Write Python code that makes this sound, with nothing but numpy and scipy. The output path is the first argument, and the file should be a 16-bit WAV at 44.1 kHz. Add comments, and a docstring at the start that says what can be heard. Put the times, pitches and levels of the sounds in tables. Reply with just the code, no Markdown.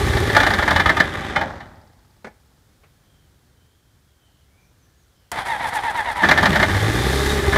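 """Light-aircraft engine in a garden

An uncowled four-cylinder on a trailer, a few metres from one microphone. It stumbles, the slack in its
propeller gearbox hammers, and it runs down. In the pause, faint birds and distant traffic. The starter
clicks in and whines through eight compressions; the engine fires, hammers again, picks up for a moment
and begins to falter."""
import sys
import numpy as np
from scipy import signal
from scipy.fft import rfft, irfft
from scipy.io import wavfile
from scipy.ndimage import uniform_filter1d

SR = 44100
rng = np.random.default_rng(int(sys.argv[2]) if len(sys.argv) > 2 else 0)


def dump_mix(stems):
    """Bounce the given channels to the path in sys.argv[1] as a 16-bit WAV at rate SR."""
    frames = np.atleast_2d(stems).T  # one column per channel
    limited = np.clip(frames, -1, 1)  # hard clip at full scale
    pcm = np.round(limited * 32767).astype(np.int16)
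    wavfile.write(sys.argv[1], SR, pcm)


N = 333837
T = np.arange(N) / SR

# engine speed (time [s], firing rate [Hz])
FIRING_RATE = [(0, 62), (.3, 54), (.6, 42), (1, 33), (1.4, 22), (2.1, 12), (6.2, 15), (6.45, 36), (6.7, 47),
               (7, 60), (7.12, 66.5), (7.3, 70), (7.57, 65)]
# crankcase and gearbox modes (frequency [Hz], level [dB], nominal t60 [s])
CASING_MODES = [(614, -11.5, .11), (804, -4.5, 0.1), (888.5, 0.5, 0.09), (989, -3.5, .06), (1174, 0, 0.045),
                (1250, -7, 0.14), (1473, -12, 0.12), (1640, -5.5, 0.043), (1765.4, -1, 0.043),
                (1843, -7.5, 0.038), (1994, -2, 0.023), (2121, -3, 0.075), (2360, -8.5, 0.094),
                (3065, -12.5, 0.16), (3386, -12.5, 0.12), (3750, -21.5, .04)]
# a cranked piston passes the top of its compression (time [s], relative whine level [dB])
COMPRESSIONS = [(5.318, -39), (5.442, -20), (5.585, -18.5), (5.708, -21), (5.818, -18.5), (5.933, -19.5),
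                (6.038, -16.5), (6.147, -21.5), (6.259, -16)]
# spectrum of the starter's gear train (frequency [Hz], level [dB])
GRIND_COLOUR = [(25, -29), (55, -9.5), (110, -13), (220, -18), (450, -15), (620, -9.5), (850, -0.5),
                (1090, -10), (1300, -9), (1480, -10.5), (1950, -6.5), (2760, -23.5), (3450, -17),
                (6600, -40), (15000, -68)]


def undb(db):
    """Decibels to gain."""
    return 10 ** (np.asarray(db) / 20)


def unit(x):
    """Scale to rms 1."""
    return x / np.sqrt(np.mean(x ** 2) + 1e-20)


def steady(x, size=4410):
    """Hold the short-term rms at 1."""
    return x / np.sqrt(np.abs(uniform_filter1d(x ** 2, size)) + 1e-4 * np.mean(x ** 2))


def curves(rows, at=T):
    """The later columns of a table, interpolated along the first."""
    axis, *columns = np.transpose(rows)
    return [np.interp(at, axis, column) for column in columns]


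def gate(start, end, fade):
    """1 between two times, with sloping edges."""
    return np.clip((T - start) / fade, 0, 1) * np.clip((end - T) / fade, 0, 1)


def noise():
    """White noise."""
    return rng.standard_normal(N)


def walk(rate):
    """A random wander of rms 1 that turns `rate` times a second."""
    step = max(int(SR / rate), 1)
    stairs = np.repeat(rng.standard_normal(N // step + 1), step)
    return unit(uniform_filter1d(stairs, step)[:N])


def ring(x, hz, width):
    """One resonance, gain 1 at its centre."""
    return signal.lfilter(*signal.iirpeak(hz, hz / width, fs=SR), x)


def convolve(x, response):
    """Apply an impulse response with power gain 1."""
    return signal.fftconvolve(x, response / np.linalg.norm(response))[:N]


def colour(x, points, size=4096):
    """Minimum-phase filter through (frequency [Hz], level [dB]) points, with power gain 1."""
    hz, db = np.transpose(points)
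    bins = np.maximum(np.fft.rfftfreq(size, 1 / SR), 1)
    cepstrum = irfft(np.log(undb(np.interp(np.log(bins), np.log(hz), db))))
    cepstrum[1:size // 2] *= 2
    cepstrum[size // 2 + 1:] = 0
    return convolve(x, irfft(np.exp(rfft(cepstrum))))


def casting(x, modes):
    """A metal casting rings at its modes when shaken by x."""
    click = signal.unit_impulse(SR // 8)
    response = sum((-1) ** k * undb(db) * ring(click, hz, 4 / decay)
                   for k, (hz, db, decay) in enumerate(modes))
    return convolve(x, response)


def blow(rise, t60, size=SR // 2):
    """Envelope of one impact, peak 1; rise and t60 in seconds."""
    t = T[:size]
    shape = (1 - np.exp(-t / rise)) * np.exp(-np.log(1000) * t / t60)
    return shape / shape.max()


def add(track, at, sound):
    """Mix a sound into a track from a time in seconds on."""
    part = track[int(at * SR):][:len(sound)]
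    part += sound[:len(part)]


def blows(hits, rise, t60):
    """Envelope of a series of impacts (time [s], level [dB])."""
    force = np.zeros(N)
    for at, db in hits:
        add(force, at, undb(db) * blow(rise, t60))
    return force


def garden(hiss_db=-59, rumble_db=-61):
    """Distant traffic rumbles under a smooth hiss; both ebb a little."""
    # spectrum of the open air (frequency [Hz], level [dB])
    hiss_colour = [(12, -37), (20, -9), (53, -2), (80, 3), (183, -13.5), (796, -20.5), (889, -22),
                   (1590, -20), (2690, -28), (3270, -24), (15000, -32.5)]
    # ebb of the traffic (time [s], relative level [dB])
    traffic = [(2.6, 1.5), (3.3, 1), (3.8, -1.2), (4.6, -.3)]
    ebb_db, = curves(traffic)
    rumble = unit(ring(noise(), 60, 35.02) + .5 * ring(noise(), 130, 50))
    rumble *= undb(rumble_db + ebb_db + 1.5 * walk(6.4))
    return rumble + undb(hiss_db + .5 * ebb_db) * colour(noise(), hiss_colour)


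def trees(x, t60):
    """Dull scatter from hedges, wing and trailer."""
    tail = blow(.02, t60) * rng.standard_normal(SR // 2)
    return convolve(x, signal.lfilter(*signal.butter(1, 3500, fs=SR), tail))


def birds(whistle_db=-74, twitter_db=-72.5, chirps=12, chirp_s=.09, chirp_octaves=-.25):
    """A far-off bird: warbled whistles and a high twitter of falling chirps, smeared by the trees."""
    # fluted notes (time [s], length [s], middle pitch [Hz], glide [octaves])
    whistles = [(3.004, 0.26, 3205, -.1), (3.501, .38, 3200, 0.11), (4.05, .28, 3150, -.2),
                (4.345, 0.07, 3000, .25), (4.429, 0.24, 2300, .3), (4.83, .13, 1750, 0.0024),
                (5.09, .2, 3100, -.3)]
    song, warble = np.zeros(N), 1 + .02 * walk(400)
    notes = [(*row, whistle_db) for row in whistles]
    notes += [(at, chirp_s, hz, chirp_octaves, twitter_db)
              for at, hz in zip(np.linspace(4.6, 6.6, chirps), rng.uniform(4300, 6460, chirps))]
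    for at, length, middle_hz, glide, db in notes:
        progress = np.linspace(0, 1, int(length * SR))
        arch = np.abs(np.sin(np.pi * progress))
        octaves = glide * (progress - .5) + .05 * (arch - 1)
        hz = middle_hz * 2 ** octaves * warble[int(at * SR):][:len(arch)]
        add(song, at, undb(db) * np.sqrt(arch) * np.sin(2 * np.pi * np.cumsum(hz) / SR))
    song *= undb(3.5 * walk(45))
    return song + undb(-2) * trees(song, t60=.43)


def pump(at=1.755, rate_hz=17.1, tick_db=-54.5, fade_db_per_s=13):
    """A light, even ticking, likely the fuel pump, fades as the engine comes to rest."""
    ticks = [(at + s, tick_db - fade_db_per_s * s) for s in np.arange(18) / rate_hz]
    spectrum = [(100, -8.5), (300, 2.5), (900, 10), (1800, -6), (2700, -15.5), (5000, 2),
                (7000, -25), (15000, -32)]
    return colour(blows(ticks, rise=.001, t60=.04) * noise(), spectrum)


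def settling_tick(at=2.833, db=-52):
    """One small metal part settles in the still engine."""
    spectrum = [(200, -2.5), (900, 0), (1800, -3), (2400, 1), (3200, -15), (8000, -28)]
    return colour(blows([(at, db)], rise=.0023, t60=.12) * noise(), spectrum)


def blades(at=1.365, ring_db=-41):
    """The last hard knock of the run-down leaves a faint ring, likely in the propeller blades."""
    # blade modes (frequency [Hz], relative level [dB], t60 [s])
    modes = [(540, 7, .75), (615, 5, 0.81), (760, -9, 1.4), (835, -11, 2.3), (880, -12, 2.4)]
    t = np.maximum(T - at, 0)
    tones = sum(undb(db - 60 * t / t60) * np.sin(2 * np.pi * hz * t) for hz, db, t60 in modes)
    return tones * undb(ring_db + 2 * walk(25))


def clunks(thud_db=-1, hub_db=-4):
    """The propeller rocks back; the gears take up their play with a double clunk that rings the hub."""
    # the gears meet (time [s], relative level [dB])
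    contacts = [(2.244, -30), (2.267, -38)]
    # propeller hub modes (frequency [Hz], level [dB], nominal t60 [s])
    hub_modes = [(316, -2, .17), (485, 0, .15), (845, -4, .2), (1430, -9, 0.12), (1740, -6, .14),
                 (2293, -13, .1)]
    force = blows(contacts, rise=.0041, t60=.067)
    dull = [(70, -18), (170, -2), (380, 0), (850, -4.5), (1300, -10), (2100, -7), (2900, -23),
            (5500, -28), (15000, -49)]
    thud = undb(thud_db) * colour(force * noise(), dull)
    return thud + undb(hub_db) * casting(force * noise(), hub_modes)


def shudders(panel_hz=178):
    """At low speed the shaking engine sets an airframe panel humming."""
    # spells of humming (start [s], end [s], level [dB])
    spells = [(0.756, 0.86, -22.5), (6.402, 6.62, -19.5)]
    hz = panel_hz * (1 + .071 * walk(50))
    hum = np.sin(2 * np.pi * np.cumsum(hz) / SR) * undb(2 * walk(40))
    return hum * sum(undb(db) * gate(start, end, .074) for start, end, db in spells)


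def cranking_breath(db=-47, hz=68, width_hz=45):
    """The cranked pistons push unburnt air through the silencer."""
    breath = unit(ring(ring(noise(), hz, width_hz), hz, 2 * width_hz))
    return undb(db) * gate(COMPRESSIONS[0][0], COMPRESSIONS[-1][0], .06) * breath


def gear_rattles(bite_s=5.383, bite_db=-22, lag_s=.017, rattle_db=-26):
    """Slack in the gear train is taken up as the starter bites, then just after compressions let go."""
    hits = [(bite_s, bite_db)] + [(top + lag_s, rattle_db) for top, _ in COMPRESSIONS[1:-1]]
    return colour(blows(hits, rise=.0037, t60=.068) * noise(), GRIND_COLOUR)


def solenoid(at=5.3165, snap_db=-23, thud_db=-27):
    """The starter contactor snaps shut and the pinion bumps home."""
    snap = blows([(at, snap_db)], rise=.0002, t60=.028) * noise()
    thud = blows([(at, thud_db)], rise=.0015, t60=.14) * noise()
    bright = [(100, -20), (700, 9.5), (2500, -5), (5000, 1), (9000, 1.5), (15000, -10)]
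    return colour(snap, bright) + colour(thud, GRIND_COLOUR)


def starter(whine_db=-1.5, grind_db=-26, brush_db=-42):
    """The motor labours into each compression and spurts after it; its gear teeth whine and grind."""
    # one compression (share of the stroke [0-1], mesh rate once up to speed [Hz], load [dB])
    stroke = [(0, 850, -20), (.15, 1000, -10), (.35, 965, -5), (.55, 915, 0), (.78, 835, -5), (1, 780, -20)]
    # partials of the whine (multiple of the mesh rate, relative level [dB])
    gear_tones = [(1, 0), (2, -4.5), (16 / 7, -10), (3, -22), (4, -19)]
    tops, stroke_db = np.transpose(COMPRESSIONS)
    share = np.interp(T, tops, np.arange(len(tops))) % 1
    hz, load_db = curves(stroke, share)
    hz *= np.interp(T, [5.32, 5.5, 5.8], [.92, .99, 1])  # spinning up
    hz *= (1 + .014 * walk(12)) * (1 + .011 * walk(250))
    mesh = 2 * np.pi * np.cumsum(hz) / SR
    # the pinion runs slightly off centre and presses harder once a turn
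    press = 1 + .22 * np.sin(mesh / 14 + walk(40))
    whine = sum(undb(db + 2 * walk(170)) * np.sin(k * mesh) for k, db in gear_tones)
    whine *= undb(whine_db + np.interp(T, tops, stroke_db) + load_db)
    teeth = unit(noise() * (1 + .49 * np.cos(mesh)) * undb(walk(200)))
    fizz = [(3000, -1.5), (7000, -5), (10000, -1.5), (15000, -18)]
    brushes = colour(noise() * undb(3.1 * walk(60)), fizz)
    grind = undb(grind_db) * colour(teeth, GRIND_COLOUR) + undb(brush_db) * brushes
    return gate(5.316, 6.27, .0033) * press * (whine + grind * undb(.38 * load_db))


def effort_at(at):
    """How hard combustion drives the crank."""
    # drive on the crank (time [s], effort [0-1])
    effort = [(0, 0.69), (.55, .68), (.9, 0.46), (1.1, 0.01), (6.15, 0), (6.23, .98), (7.32, 0.86),
              (7.43, 0.56), (7.57, 0.76)]
    return curves(effort, at)[0]


def loudness(law, idle_hz=60, coast_s=1.384, stop_s=2.7, catch_s=6.2):
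    """Gain of one part of the engine: it grows with speed and effort and dies away while coasting."""
    idle_db, octave_db, effort_db, fade_db = law
    octaves = np.log2(curves(FIRING_RATE)[0] / idle_hz)
    coasted_s = np.maximum(T - coast_s, 0) * (T < catch_s)
    turning = gate(-1, stop_s, .12) + gate(catch_s, 9, .038)
    return turning * undb(idle_db + octave_db * octaves + effort_db * effort_at(T) - fade_db * coasted_s)


def throttle_air(hz, gas, even):
    """Air rushes past the throttle; under even firing it whistles, higher as the engine speeds up."""
    # loudness (at idle [dB], speed [dB/octave], full effort [dB], coasting loss [dB/s])
    law = (-45, 12, 14, 45)
    # spectrum of the rush (frequency [Hz], level [dB])
    spectrum = [(1500, -19), (2800, -2.5), (3600, 12), (4400, 6), (7000, 0), (11000, -2), (15000, -12.5)]
    rush = unit(colour(noise() + .43 * gas, spectrum))
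    whistle_hz = 3660 * np.sqrt(hz / 67) * (1 + .013 * walk(500))
    whistle = np.sin(2 * np.pi * np.cumsum(whistle_hz) / SR) * undb(-7 + 3.9 * walk(80))
    return loudness(law) * (rush + even * whistle)


def clatter(cycles, strength, gas, case_db=-7, coast_db=4):
    """Valves tick twice a firing and the crankcase rings; coasting, the parts meet softly and dully."""
    # loudness (at idle [dB], speed [dB/octave], full effort [dB], coasting loss [dB/s])
    law = (-28.5, 0.3, 5, 66.5)
    # spectra of the ticking, running and coasting (frequency [Hz], level [dB])
    running_colour = [(88, -36), (150, 0), (404, 0), (467, -8.5), (593, -0.5), (700, -12.5), (781, 2),
                      (973, -16), (1190, -3), (1350, -7.5), (1780, -2), (2770, -17), (3580, -11),
                      (4140, -21.5), (12000, -37), (15600, -66), (22000, -120)]
    coasting_colour = [(100, -0.5), (200, 5), (450, -4.5), (620, 2), (830, 0), (1050, -4), (1850, -5),
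                       (2700, -22.5), (3400, -18), (6000, -28.5), (15000, -50.5)]
    taps = strength * np.exp(-(2 * cycles % 1) / .15)
    ticks = steady(noise() * undb(2 * walk(500)) * (1.1 + taps))
    bright = colour(ticks, running_colour) + undb(case_db) * casting(gas, CASING_MODES)
    dull = undb(coast_db) * colour(ticks, coasting_colour)
    coasting = gate(1.26, 3, .17)
    return loudness(law) * ((1 - coasting) * bright + coasting * dull)


def intake(cycles, strength, gas, resonance_hz=411.5, trim_db=-3):
    """The intake honks, and sings when the sixth order of the firing rate reaches its resonance."""
    # loudness before the trim (at idle [dB], speed [dB/octave], full effort [dB], coasting loss [dB/s])
    law = (-30.5, 11.5, 5.5, 36)
    song = ring(strength * np.sin(6 * 2 * np.pi * cycles), resonance_hz, 40)
    honk = steady(ring(ring(gas, 385, 200), 370, 260))
    # the carburettor nearer the microphone gulps every second firing
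    gulp = 1 + .65 * np.sin(np.pi * cycles + .6 * walk(25))
    return undb(trim_db) * loudness(law) * steady(gulp * (.5 * honk + 1.58 * song))


def exhaust(hz, cycles, strength, gas, even, silencer_hz=106, width_hz=17, trim_db=-2):
    """Ragged firing puffs, even firing drones; the silencer booms as the second order meets its pitch."""
    # loudness before the trim (at idle [dB], speed [dB/octave], full effort [dB], coasting loss [dB/s])
    law = (-25.3, 6, 5.5, 29.5)
    # spectrum at the tailpipe (frequency [Hz], level [dB])
    spectrum = [(20, -28), (40, -4.5), (62, 4), (105, 3.5), (150, -9.5), (185, -12), (260, -11),
                (500, -30.5), (1500, -64.5)]
    pulses = unit(np.diff(cycles.astype(int), prepend=0) * strength)
    puffs = steady(colour(.697 * pulses + gas, spectrum))
    boom_db = 7 * np.exp(-((2 * hz - silencer_hz) / width_hz) ** 2)
    orders = sum(np.sin(2 * np.pi * k * cycles) * undb(curves(spectrum, k * hz)[0] + (k == 2) * boom_db)
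                 for k in range(1, 5))
    drone = steady(orders * strength) * undb(boom_db / 2)
    return undb(trim_db) * loudness(law) * (np.sqrt(even) * drone + np.sqrt(1 - even) * puffs)


def engine():
    """Each firing, of random strength, sends a burst of gas through exhaust, intake and crankcase."""
    # how evenly the cylinders fire (time [s], evenness [0-1])
    evenness = [(0, .4), (.3, 0), (6.4, .1), (6.65, 0), (6.8, 0.7), (7.35, .85), (7.5, 0.2)]
    even, = curves(evenness)
    hz, = curves(FIRING_RATE)
    cycles = np.cumsum(hz * (1 + .01 * walk(30))) / SR  # one cycle a firing
    strength = undb(3 * (1 - .15 * even) * rng.standard_normal(1024)[cycles.astype(int)])
    gas = steady(strength * np.exp(-(cycles % 1) / .54)) * noise()
    return (exhaust(hz, cycles, strength, gas, even) + intake(cycles, strength, gas)
            + clatter(cycles, strength, gas) + throttle_air(hz, gas, even))


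def lone_firings(boom_hz=82, honk_hz=395):
    """A lone cylinder catches: the silencer booms and the intake honks."""
    # strong firings (time [s], relative boom level [dB], honk level [dB])
    catches = [(0.009, -16.5, -18), (0.033, -10.5, -27.5), (0.097, -10.5, -27.5), (0.148, -14.5, -23.5),
               (0.164, -21, -20.5), (0.222, -15.5, -17.5), (0.297, -18.5, -17), (0.754, -12.5, -30.5),
               (0.859, -15, -33.5), (6.727, -15, -25), (6.755, -15, -32), (7.477, -12.5, -18),
               (7.559, -12, -18)]
    out = np.zeros(N)
    for at, boom_db, honk_db in catches:
        detune = 1 + .04 * rng.standard_normal()
        turn = 2 * np.pi * detune * T[:SR // 2]
        boom = blow(.004, .07) * np.sin(boom_hz * turn)
        honk = blow(.012, .065) * (np.sin(honk_hz * turn) + .4 * np.sin(2 * honk_hz * turn))
        add(out, at, undb(boom_db - 1) * boom + undb(honk_db) * honk)
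    return out


def clank(favoured_hz):
    """The casing rings after one blow; modes near the favoured pitch speak louder and linger."""
    out, t = 0, T[:SR // 6]
    for hz, db, t60 in CASING_MODES:
        detune, size, phase = rng.standard_normal(3)
        near = np.exp(-(np.log(hz / favoured_hz) / .11) ** 2)
        tone = np.sin(2 * np.pi * (hz * (1 + .018 * detune) * t + phase))
        envelope = blow(.003, t60 * (1 + .3 * near), len(t))
        out += undb(db + 2.6 * size + 9 * near) * envelope * tone
    return out / np.sqrt(uniform_filter1d(out ** 2, size=200).max())


def gearbox_knocks(ring_db=-2, body_db=-6, slack_hz=790, driven_hz=1818, rebound_bite=4):
    """The drive dogs scrape up their ramps, slam home and rebound: a crack, a ringing case, a shake."""
    # backlash (time [s], blow [dB], rebound delay [s], rebound [dB], crack against either hit [dB])
    backlash = [(.132, -22.5, 0.037, -18.5, -9), (.298, -20.5, 0.05, -15, -9.5),
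                (.365, -7.5, 0.036, -12, -11), (.431, -13, .034, -11.5, -11), (.503, -16, .033, -14.5, -9),
                (.587, -14, 0.037, -13.5, -15.5), (.677, -11.5, 0.03, -10.5, -13),
                (.76, -10, .038, -11.5, -12), (.858, -10.5, 0.035, -8.5, -16),
                (.968, -14.5, .032, -8.5, -12.5), (1.359, -12, .052, -16.5, -19),
                (1.549, -48, 0.055, -32.5, -18), (6.233, -9, 0.011, -16.5, -23),
                (6.287, -9, .024, -7, -10.5), (6.375, -9.5, 0.0095, -25, -13),
                (6.428, -11.5, 0.028, -9.5, -11), (6.528, -15.5, 0.028, -10.5, -12),
                (6.598, -12.5, .029, -10, -13), (6.697, -22, 0.046, -21, -12), (7.528, -15, 0.03, -12, -15)]
    # spectrum of a knock's body (frequency [Hz], level [dB])
    body_colour = [(88, -35.5), (150, -6), (178, -1.5), (221, -9), (312, -4), (441, -13.5), (612, -1),
                   (1030, -8.5), (1180, -5.5), (1380, -5), (1770, 3), (2650, -22.5), (3600, -19.5),
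                   (6940, -39), (15000, -51.5)]
    crack_colour = [(1500, -31.5), (2800, -5.5), (3600, 3), (5000, -6), (8000, -19.5), (15000, -25)]
    body, crack, rings = np.zeros((3, N))
    for start, blow_db, delay, rebound_db, crack_db in backlash:
        effort = effort_at(start)
        # harder drive rings higher modes, and the rebound bites harder than the blow
        for at, db, drive in (start, blow_db, effort), (start + delay, rebound_db, rebound_bite * effort):
            add(rings, at, undb(db) * clank(np.interp(drive, [0, 1], [slack_hz, driven_hz])))
            add(body, at - .007, undb(db - 9) * blow(.006, .05))  # scrape
            add(body, at, undb(db) * blow(.003, .085))  # slam
            add(body, at, undb(db - 14) * blow(.012, .13))  # loose fittings shake
            add(crack, at, undb(db + crack_db) * blow(.001, .07))
    return (undb(ring_db) * rings + undb(body_db) * colour(body * noise(), body_colour)
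            + colour(crack * noise(), crack_colour))


def scene(echo_db=-22):
    """The aircraft a few metres off, its faint echo and the garden behind, in mono."""
    aircraft = engine() + lone_firings() + gearbox_knocks() + shudders()
    aircraft += blades() + clunks() + settling_tick() + pump()
    aircraft += solenoid() + starter() + gear_rattles() + cranking_breath()
    return (aircraft + undb(echo_db) * trees(aircraft, t60=.27) + birds() + garden())[None]


def record(dry, low_hz=36, top_hz=15550):
    """The microphone drops the deepest bass, peaks clip at full scale, and the top is cut."""
    thin = signal.sosfilt(signal.butter(3, low_hz, "high", fs=SR, output="sos"), dry)
    return signal.sosfilt(signal.ellip(10, .2, 70, top_hz, fs=SR, output="sos"), np.clip(thin, -1, 1))


dry = scene()
out = record(dry)
dump_mix(out)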